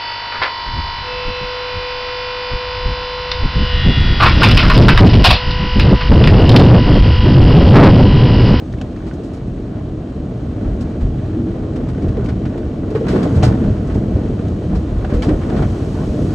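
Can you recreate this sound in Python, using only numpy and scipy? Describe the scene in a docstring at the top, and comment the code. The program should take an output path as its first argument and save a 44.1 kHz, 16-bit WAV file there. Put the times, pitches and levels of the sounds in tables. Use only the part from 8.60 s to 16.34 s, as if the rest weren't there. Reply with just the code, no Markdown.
"""Inside a car in an automatic wash, just behind the windscreen. Jets hiss and drops patter on the glass; flung
water splashes over it, wet strips scrub and tick on it. Spinning cloth brushes shake the body, groan on the
paint, drum on the panels and land heavy blows. Panes and panels ring at their modes; the small cabin colours
the sounds on the glass."""
import sys
import numpy as np
from scipy import signal
from scipy.fft import rfft, irfft
from scipy.io import wavfile
from scipy.ndimage import uniform_filter1d

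SR = 44100
rng = np.random.default_rng(int(sys.argv[2]) if len(sys.argv) > 2 else 0)


def write(x):
    x = np.atleast_2d(x).T
    wavfile.write(sys.argv[1], SR, np.round(np.clip(x, -1, 1) * 32767).astype(np.int16))


N = 341334
T = np.arange(N) / SR

# Jet hiss, drawing closer: time_s, level_db
JET_LEVEL = [(0, -56.5), (1.4, -58), (2.05, -56.5), (4.25, -56.5), (4.65, -52.5), (5.2, -55), (6.4, -55),
             (7, -52.5), (7.74, -51.5)]
# Brush pressure on the car, re usual: time_s, pressure_db
BRUSH_PRESSURE = [(0, -5.5), (1.85, -4), (2.05, -1.8), (2.9, -2.5), (3.45, 0.1), (3.95, -0.5), (4.13, -2),
                  (4.4, -1), (4.56, -1.5), (4.95, 3.5), (5.22, 0), (5.5, 2.4), (5.8, -0.6), (6.35, -1.5),
                  (6.7, 0.5), (7.05, -0.5), (7.25, -1.3), (7.74, 1)]

# Source spectra: freq_hz, gain_db
SPRAY_TONE = [(1000, -15.5), (2500, 7.5), (4200, 3.5), (5100, -2), (6600, -2.5), (8000, -7.5),
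              (9000, -11.5), (10200, -28.5), (12400, -25.5)]
MIST_TONE = [(2000, -16.5), (3400, -3.5), (4300, -1.5), (5000, 0), (6200, 2.5), (8200, -4.5),
             (10000, -11.5), (12400, -17)]
PATTER_TONE = [(400, -10.5), (1100, 5), (2200, -3.5), (4000, -6.5), (7500, -12), (10000, -29.5)]
SPLASH_TONE = [(200, -11), (500, 16.5), (750, 15), (1400, 10.5), (2200, 4), (3200, -1), (5000, -4.5),
               (8000, -11.5), (10000, -21.5), (12400, -30.5)]
SCRUB_TONE = [(250, -16), (480, 10.5), (740, 5), (870, 0), (1200, -3), (1900, -10), (2600, -17),
              (3500, -20), (5000, -29.5), (10000, -55)]
TICK_TONE = [(400, 2), (1000, -3), (1800, -5), (3000, -2), (4800, -8), (6800, -9.5), (9000, -26.5),
             (12400, -33.5)]
SHUDDER_TONE = [(10, -55.5), (18, -34), (30, -13.5), (44, 8), (56, 4.5), (70, 0), (110, -23.5),
                (300, -75.5)]
BOOM_TONE = [(35, -49), (55, -22), (72, 1.5), (110, 1), (128, -0.5), (155, -10.5), (220, -18), (500, -86.5)]
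DRUM_TONE = [(70, -25.5), (130, -5), (200, -0.5), (310, -2.5), (365, -8.5), (450, -10), (520, -17.5),
             (620, -15.5), (730, -23), (850, -43), (1500, -41), (4000, -79.5)]
# Stereo side level; bass centred, treble wide, narrow near 6.5 kHz: freq_hz, gain_db
SIDE_TONE = [(35, -57), (85, -43), (175, -26), (350, -17.5), (650, -5), (1400, -5.5), (2800, -4.5),
             (5000, -0.5), (6500, -18.5), (10000, 4.5)]

# Glass and trim resonances: freq_hz, width_hz, gain_db, growth_db_per_scrub_db
GLASS_MODES = [(865, 50, -9, 0), (1060, 90, -11, 0), (1172, 50, -12, 0), (1462, 55, -3.5, .7),
               (1930, 130, -10, .2), (2250, 110, -20, 0), (3100, 220, -10, 0), (4140, 120, -14, .3),
               (4546, 60, -13, .3), (5205, 56, -13, .5), (6675, 55, -11, .5), (7568, 50, -8, .5),
               (8030, 60, -9, .5)]
# Windscreen ring under a hard tip: freq_hz, t60_s
PLINK_MODES = [(1130, 0.019), (1500, 0.028), (1780, .02), (2200, 0.013), (2650, 0.028), (3020, 0.0079),
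               (3720, 0.027)]
# Body panels and cabin air: freq_hz, t60_s
BODY_MODES = [(47, 0.31), (75, 0.075), (97, 0.39), (124, 0.18), (146, 0.11), (196, 0.22), (248, 0.13),
              (318, 0.097), (385, 0.094), (445, 0.11), (505, 0.078), (610, 0.066), (735, 0.065)]

# Water flung over the glass: start_s, gain_db, brightness_db, t60_s
SPLASHES = [(0.4652, -37.5, -24, 0.25), (0.537, -48, -11.5, 0.086), (0.6367, -46, -14, 0.2),
            (0.736, -41.5, -17.5, 0.14), (.766, -44, -20, .1), (.872, -45, -22, .1),
            (2.209, -36.5, -17, 0.11), (2.4091, -35.5, -29, 0.22), (3.1596, -36.5, -24, 0.11),
            (3.287, -34, -25, 0.13), (3.422, -39.5, -22.5, .12), (3.4837, -32, -27.5, 0.1),
            (3.6447, -34.5, -25, 0.18), (3.688, -27.5, -31, 0.11), (3.855, -30.5, -33, 0.096),
            (3.9773, -31.5, -31, 0.056), (4.304, -38.5, -22, .1), (4.3532, -23.5, -35, 0.15),
            (4.468, -27, -34, .1), (4.484, -24.5, -24, 0.36), (4.557, -25, -35, 0.27),
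            (4.629, -26.5, -24.5, 0.14), (4.7547, -35.5, -18, 0.23), (4.833, -20, -20.5, 0.19),
            (4.848, -31, -16.5, 0.14), (5.271, -44, -16, .09), (5.299, -30, -35, 0.21),
            (5.345, -39, -17.5, 0.12), (6.152, -33.5, -23, 0.18), (6.4484, -27, -36, 0.072),
            (6.4967, -30, -34, 0.4), (6.5387, -31, -22.5, 0.16), (6.6234, -23.5, -25.5, 0.23),
            (6.6894, -24, -32, 0.12), (6.8145, -30, -36, 0.18), (6.8988, -31, -28, 0.073),
            (6.963, -33, -25, 0.28), (7.024, -24.5, -37, 0.13)]
# Hard tips and big drops on the glass: start_s, gain_db, brightness_db, centre_hz, ring_db
TICKS = [(.126, -37, -8, 3600, 2), (.1385, -27, -28, 1850, 5.5), (.186, -35, -18, 2250, 6),
         (0.2137, -21.5, -15, 3050, 2.5), (.2145, -30, -32, 1450, 9), (.364, -29, -23, 1800, 3),
         (.374, -36, -28, 2600, 2), (.4854, -38, -11, 2980, -2), (0.513, -30, -38, 1520, 8.5),
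         (3.166, -32, -23, 2000, -2), (3.299, -30, -26, 2000, 0), (3.349, -30, -27, 1600, 4),
         (3.381, -30, -29, 1600, 3), (3.571, -29, -21, 2000, -1), (3.661, -25, -20, 2200, -3),
         (3.696, -27, -21, 1950, 0), (3.703, -29, -27, 1950, 1), (3.854, -25, -22, 2000, -3),
         (3.868, -31, -25, 2000, 0), (3.941, -32, -30, 1600, 1), (3.98, -27, -24, 1900, -3),
         (4.032, -29, -32, 1600, 2), (4.358, -21.5, -34, 1740, 2.5), (4.485, -28, -14, 2800, -2),
         (4.497, -26, -22, 1600, -1), (4.632, -30, -17, 2000, -2), (4.8268, -19, -15, 2700, -1),
         (4.832, -10.5, -21, 1200, 2), (4.85, -21, -25, 1100, -3), (4.885, -24, -28, 1450, -1),
         (4.925, -22.5, -28, 1470, -2), (4.953, -28, -20, 1900, -2), (5.04, -26, -24, 1450, -3),
         (5.793, -27, -32, 1480, 1), (5.884, -37, -10, 3400, -4), (6.448, -20.5, -30, 1450, -4),
         (6.6228, -19, -16, 2160, 2), (6.63, -17, -23, 2000, 0), (6.644, -22, -24, 2200, 0),
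         (6.836, -26, -30, 1900, 2), (6.902, -27.5, -24, 1900, -2), (7.024, -26, -21, 1700, -2)]
# Wet cloth catching on paint: start_s, length_s, start_hz, end_hz, level_db
GROANS = [(2.68, 0.33, 327, 327, -25), (2.76, 0.14, 232.6, 244, -21.5), (3.16, 0.1, 245, 248, -23.5),
          (3.573, 0.031, 420, 403, -18.5), (4.3, 0.034, 414, 410, -23), (4.351, 0.02, 435, 415, -14),
          (4.405, 0.05, 441, 446, -18.5), (4.525, 0.051, 378, 373, -16), (4.6, 0.15, 320.6, 248.5, -19),
          (5.0, 0.11, 217.2, 196.6, -17.5), (6.06, 0.15, 190.8, 182, -19.5), (6.51, 0.12, 442, 497, -27),
          (6.67, 0.054, 294, 299, -15), (6.69, 0.084, 498.5, 486, -25.5), (7.12, 0.15, 326.5, 314, -29)]
# Brush lurching against the car: peak_s, length_s, shudder_db, boom_db
SHOVES = [(.16, 0.18, -32, -24.5), (.75, .07, -36, -28), (.96, 0.35, -28, -35), (1.33, 0.082, -25, -23.5),
          (1.76, 0.074, -35, -23), (1.88, 0.066, -34, -18.5), (2.11, 0.18, -18, -28),
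          (2.46, 0.25, -29, -20.5), (4.52, 0.17, -24, -35), (4.86, 0.36, -23, -14.5),
          (5.08, 0.091, -28, -14), (5.35, 0.23, -20.5, -22), (5.54, 0.1, -19.5, -22),
          (6.17, 0.16, -17, -30), (6.39, 0.26, -18.5, -26), (6.58, 0.056, -10.5, -22),
          (6.74, 0.085, -14.5, -19), (7.05, 0.26, -19.5, -18), (7.48, 0.14, -22, -23),
          (7.66, 0.13, -23, -19)]
# Bunched strips sweeping panels and glass: peak_s, length_s, drum_db, scrub_db
SWEEPS = [(2.06, 0.16, -23, -43.5), (2.22, 0.033, -20.5, -50), (3.2, 0.28, -29, -42.5),
          (3.45, 0.081, -20, -41), (3.94, 0.03, -32, -39), (4.55, .07, -25, -36), (4.59, 0.38, -15, -30.5),
          (4.86, 0.29, -16, -31), (5.04, 0.15, -22.5, -36), (5.37, 0.052, -16.5, -49),
          (6.15, 0.089, -21.5, -35.5), (6.55, 0.081, -16.5, -39), (6.71, 0.15, -17.5, -36),
          (6.98, 0.26, -17, -31.5), (7.61, 0.16, -18.5, -40)]
# Heavy brush blows on the body: start_s, gain_db, centre_hz
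BLOWS = [(.214, -13, 204), (.2145, -26, 760), (2.084, -6.5, 52), (2.426, -8, 55.7), (2.45, -11, 55.5),
         (2.79, -7.5, 270), (2.869, -8.5, 246), (2.958, -18, 553), (3.177, -16, 380), (3.444, -8, 246),
         (3.479, -9, 58.4), (3.578, -15, 390), (3.958, -11, 343), (4.351, -11, 430), (4.412, -10, 460),
         (4.535, -7.5, 440), (4.549, -5, 380), (4.571, -12, 400), (4.655, -7, 516), (4.776, -3.5, 90.5),
         (4.831, -6, 670), (4.831, -4, 95), (4.9, -10, 106), (4.949, -23, 610), (5.073, -16, 519),
         (5.084, 1, 113), (5.26, -20, 530), (5.335, -10, 101), (5.365, -9.5, 209), (5.562, -10.5, 400),
         (6.153, -21, 596), (6.372, -18, 60), (6.444, -16, 625), (6.544, -3, 62), (6.661, -15, 380),
         (6.67, -2.5, 133), (6.688, -14, 350), (6.706, -10, 514), (6.92, -17.5, 700), (7.022, -14.5, 676),
         (7.06, -6.5, 75)]


def amp(db):
    """Decibels to gain."""
    return 10 ** (np.asarray(db) / 20)


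def unit(x):
    """Scale each row to unit rms."""
    return x / np.sqrt(np.mean(x ** 2, axis=-1, keepdims=True))


def steady(x, window_samples=4000):
    """Hold the running rms at one."""
    return x / np.sqrt(np.abs(uniform_filter1d(x ** 2, size=window_samples, axis=-1)) + 1e-12)


def colour(x, tone, size=8192):
    """Minimum-phase filter through (freq_hz, gain_db) points."""
    hz, db = np.transpose(tone)
    bins_hz = np.maximum(np.arange(size // 2 + 1) * SR / size, 1)
    cepstrum = irfft(np.log(amp(np.interp(np.log(bins_hz), np.log(hz), db))))
    cepstrum[1:size // 2] *= 2
    cepstrum[size // 2 + 1:] = 0
    response = np.array(irfft(np.exp(rfft(cepstrum))), ndmin=x.ndim)
    return signal.oaconvolve(x, response, axes=-1)[..., :x.shape[-1]]


def walk(rate_hz, count=N):
    """Smooth random curve, spread near one."""
    return np.interp(T[:count] * rate_hz, np.arange(4096), rng.standard_normal(4096))


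def impacts(rate_hz, range_db):
    """Random impulses of uneven size; mid and side rows."""
    hit = rng.random((2, N)) < rate_hz / SR
    strength = rng.random((2, N), dtype=np.float32)[hit]
    polarity = np.sign(rng.random((2, N), dtype=np.float32)[hit] - .5)
    out = np.zeros((2, N))
    out[hit] = polarity * amp(range_db * strength)
    return unit(out)


def add(track, start_s, sound):
    """Mix a sound in at start_s."""
    start = max(int(start_s * SR), 0)
    track[..., start:start + sound.shape[-1]] += sound[..., :N - start]


def mid_side(x, side_gain):
    """Mid and side rows, side scaled."""
    return x * np.array([[1], [side_gain]])


def mode_share(hz, centre_hz, spread_oct):
    """Bell-shaped mode weights over log frequency."""
    return np.exp(-.5 * (np.log2(hz / centre_hz) / spread_oct) ** 2)


def swells(events, build_share=.55):
    """Brush contacts build and release: power envelopes for two layers."""
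    power = np.zeros((2, N))
    for peak_s, length_s, *levels_db in events:
        corners_s = [peak_s - build_share * length_s, peak_s, peak_s + (1 - build_share) * length_s]
        contact = np.interp(T, corners_s, [0, 1, 0])
        power += (amp(levels_db)[:, None] * np.sin(np.pi / 2 * contact)) ** 2
    return power


def drive(running_db, contact_power):
    """Layer gain: running level and contacts, summed in power."""
    return np.sqrt(amp(running_db) ** 2 + contact_power)


def patter():
    """Single drops shaken off the brushes land on the glass."""
    return unit(colour(impacts(rate_hz=85, range_db=6), PATTER_TONE))


def spray(tone):
    """Fine jet droplets merge into a hiss on the glass."""
    drops = impacts(rate_hz=9000, range_db=8) * amp(.28 * walk(26))
    return unit(colour(drops, tone))


def splashes(rise_s=.0035, lead_s=.0033, trim_db=-7.5):
    """A sheet of water lands, first drops ahead of the bulk, then thins out."""
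    out, t = np.zeros((2, N)), T[:SR // 2]
    drops = impacts(rate_hz=4000, range_db=4)
    for start_s, gain_db, brightness_db, t60_s in SPLASHES:
        offset = int(rng.integers(N - len(t)))
        envelope = (1 - np.exp(-t / rise_s)) * amp(-60 * t / t60_s)
        burst = drops[:, offset:offset + len(t)] * envelope / envelope.max()
        tilt = [(2000, .0089), (6000, brightness_db + 28)]
        add(out, start_s - lead_s, amp(gain_db + trim_db) * colour(burst, tilt))
    return mid_side(colour(out, SPLASH_TONE), 1.2)  # wide: lands all across the glass


def scrubbing():
    """Wet strips slap and drag over the panes in quick flurries."""
    slaps = impacts(rate_hz=2400, range_db=10) * amp(.9 * walk(60))
    return unit(colour(slaps, SCRUB_TONE))


def ticks(crack_t60_s=.043, spread_oct=.2, lead_s=.00049, trim_db=-4.5):
    """Hard hits on the windscreen: a crack, plus a plink whose modes depend on the spot hit."""
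    out, t = np.zeros((2, N)), T[:SR // 10]
    hz, t60_s = np.transpose(PLINK_MODES)[:, :, None]
    modes = np.sin(2 * np.pi * hz * t) * amp(-60 * t / t60_s)
    for start_s, gain_db, brightness_db, centre_hz, ring_db in TICKS:
        burst = rng.standard_normal((2, len(t))) * amp(-60 * t / crack_t60_s)
        crack = colour(burst, [(2000, 0), (6000, brightness_db + 18.5)])
        share = mode_share(hz, centre_hz, spread_oct)
        polarity = np.sign(rng.standard_normal((2,) + hz.shape))
        plink = amp(ring_db) * np.sum(polarity * share * modes, axis=1) / np.linalg.norm(share)
        add(out, start_s - lead_s, amp(gain_db + trim_db) * (plink + crack))
    return mid_side(colour(out, TICK_TONE), .55)  # narrow: windscreen straight ahead


def glass(x, scrub_db, echo_t60_s=.05, echo_db=-17, waver_db=2):
    """Short cabin echo, then pane modes: some grow with scrubbing, all waver as wet cloth damps them."""
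    t = T[:4096]
    tail = unit(rng.standard_normal((2, len(t))) * amp(-60 * t / echo_t60_s))
    response = tail * amp(echo_db) / np.sqrt(len(t))
    response[:, 0] = 1  # direct path
    x = signal.fftconvolve(x, response / np.hypot(1, amp(echo_db)), axes=1)[:, :N]
    ring = np.zeros((2, N))
    for hz, width_hz, gain_db, growth in GLASS_MODES:
        gain = amp(gain_db + growth * scrub_db + waver_db * walk(6.1))
        ring += gain * signal.lfilter(*signal.iirpeak(hz, hz / width_hz, SR), x)
    return x + ring


def groans(jitter=.071, flutter_db=3):
    """Cloth sticks and slips at an unsteady rate; the panel under it sings along."""
    out = np.zeros((2, N))
    for start_s, length_s, start_hz, end_hz, level_db in GROANS:
        progress = np.linspace(0, 1, int(length_s * SR))
        hz = (start_hz + (end_hz - start_hz) * progress) * (1 + jitter * walk(158.6, len(progress)))
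        flutter = amp(flutter_db * walk(77.2, len(progress)))
        slips = unit(np.sin(2 * np.pi * np.cumsum(hz) / SR) * flutter)
        envelope = np.sqrt(np.abs(np.sin(np.pi * progress)))
        add(out, start_s, mid_side(amp(level_db) * slips * envelope, rng.uniform(-1, 1)))
    return out


def rumble(tone):
    """Low rumble of cloth shoving the body, held at an even level."""
    return steady(colour(impacts(rate_hz=900, range_db=6), tone))


def drumming(ring_db=-6):
    """Hundreds of strips a second beat on doors and roof, which ring at their modes."""
    beats = colour(impacts(rate_hz=900, range_db=6), DRUM_TONE)
    ring = np.zeros((2, N))
    for hz, t60_s in BODY_MODES:
        q = np.pi * hz * t60_s / np.log(1000)
        ring += signal.lfilter(*signal.iirpeak(hz, q, SR), beats)
    return steady(beats + amp(ring_db) * ring)


def blows(spread_oct=.35, rise_s=.00093, damping_scale=.89, trim_db=-3):
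    """Each blow rings the body modes near its centre; the modes ring a little longer than in the drumming."""
    out, t = np.zeros((2, N)), T[:SR // 4]
    hz, t60_s = np.transpose(BODY_MODES)[:, :, None]
    envelope = amp(-60 * damping_scale * t / t60_s) * (1 - np.exp(-t / rise_s))
    modes = np.sin(2 * np.pi * hz * t) * envelope
    for start_s, gain_db, centre_hz in BLOWS:
        share = mode_share(hz, centre_hz, spread_oct) * rng.uniform(.46, 1, hz.shape)
        ring = np.sum(share * modes, axis=0)
        thump = amp(gain_db + trim_db) * ring / np.abs(ring).max()
        add(out, start_s, mid_side(thump, rng.uniform(-1, 1)))
    return out


def scene():
    """Body and panes, mid/side to left/right; bass centred, treble wide."""
    pressure_db = np.interp(T, *np.transpose(BRUSH_PRESSURE))
    jet_db = np.interp(T, *np.transpose(JET_LEVEL))
    wet_db = .64 * (jet_db + 57)  # wetter glass scrubs louder
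    mist_db = 2.52 * (jet_db + 52) - 52.5  # fine mist gains fastest as a jet nears
    usual_scrub_db = -39
    shove_shudder, shove_boom = swells(SHOVES)
    sweep_drum, sweep_scrub = swells(SWEEPS)
    # base level + pressure term + waver from unevenly landing cloth
    shudder_gain = drive(-29.5 + .45 * pressure_db + 3 * walk(13), shove_shudder)
    boom_gain = drive(-22.5 + 1.44 * pressure_db + 3.6 * walk(16), shove_boom)
    drum_gain = drive(-21.5 + .98 * pressure_db + .99 * walk(13), sweep_drum)
    scrub_gain = drive(usual_scrub_db + wet_db + .52 * pressure_db + 1.3 * walk(12), sweep_scrub)

    shaking = rumble(SHUDDER_TONE) * shudder_gain + rumble(BOOM_TONE) * boom_gain
    body = shaking + drumming() * drum_gain + groans() + blows()
    hiss = spray(SPRAY_TONE) * amp(jet_db + .5 * walk(21)) + spray(MIST_TONE) * amp(mist_db)
    water = hiss + splashes() + patter() * amp(-61 + 1.1 * pressure_db)
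    contacts = water + scrubbing() * scrub_gain + ticks()
    panes = glass(contacts, scrub_db=20 * np.log10(scrub_gain) - usual_scrub_db)
    mid, side = body + panes
    widening = (scrub_gain / amp(-35.5)) ** .2  # brushes pressing on the side windows
    side = colour(side, SIDE_TONE) * widening
    return np.array([mid + side, mid - side])


def record(dry):
    """Clip just under full scale, then a steep low-pass."""
    cutoff_hz = 12400
    lowpass = signal.ellip(10, .2, 90, cutoff_hz, fs=SR, output="sos")
    return signal.sosfilt(lowpass, np.clip(dry, -.92, .92))


dry = scene()
out = record(dry)
write(out)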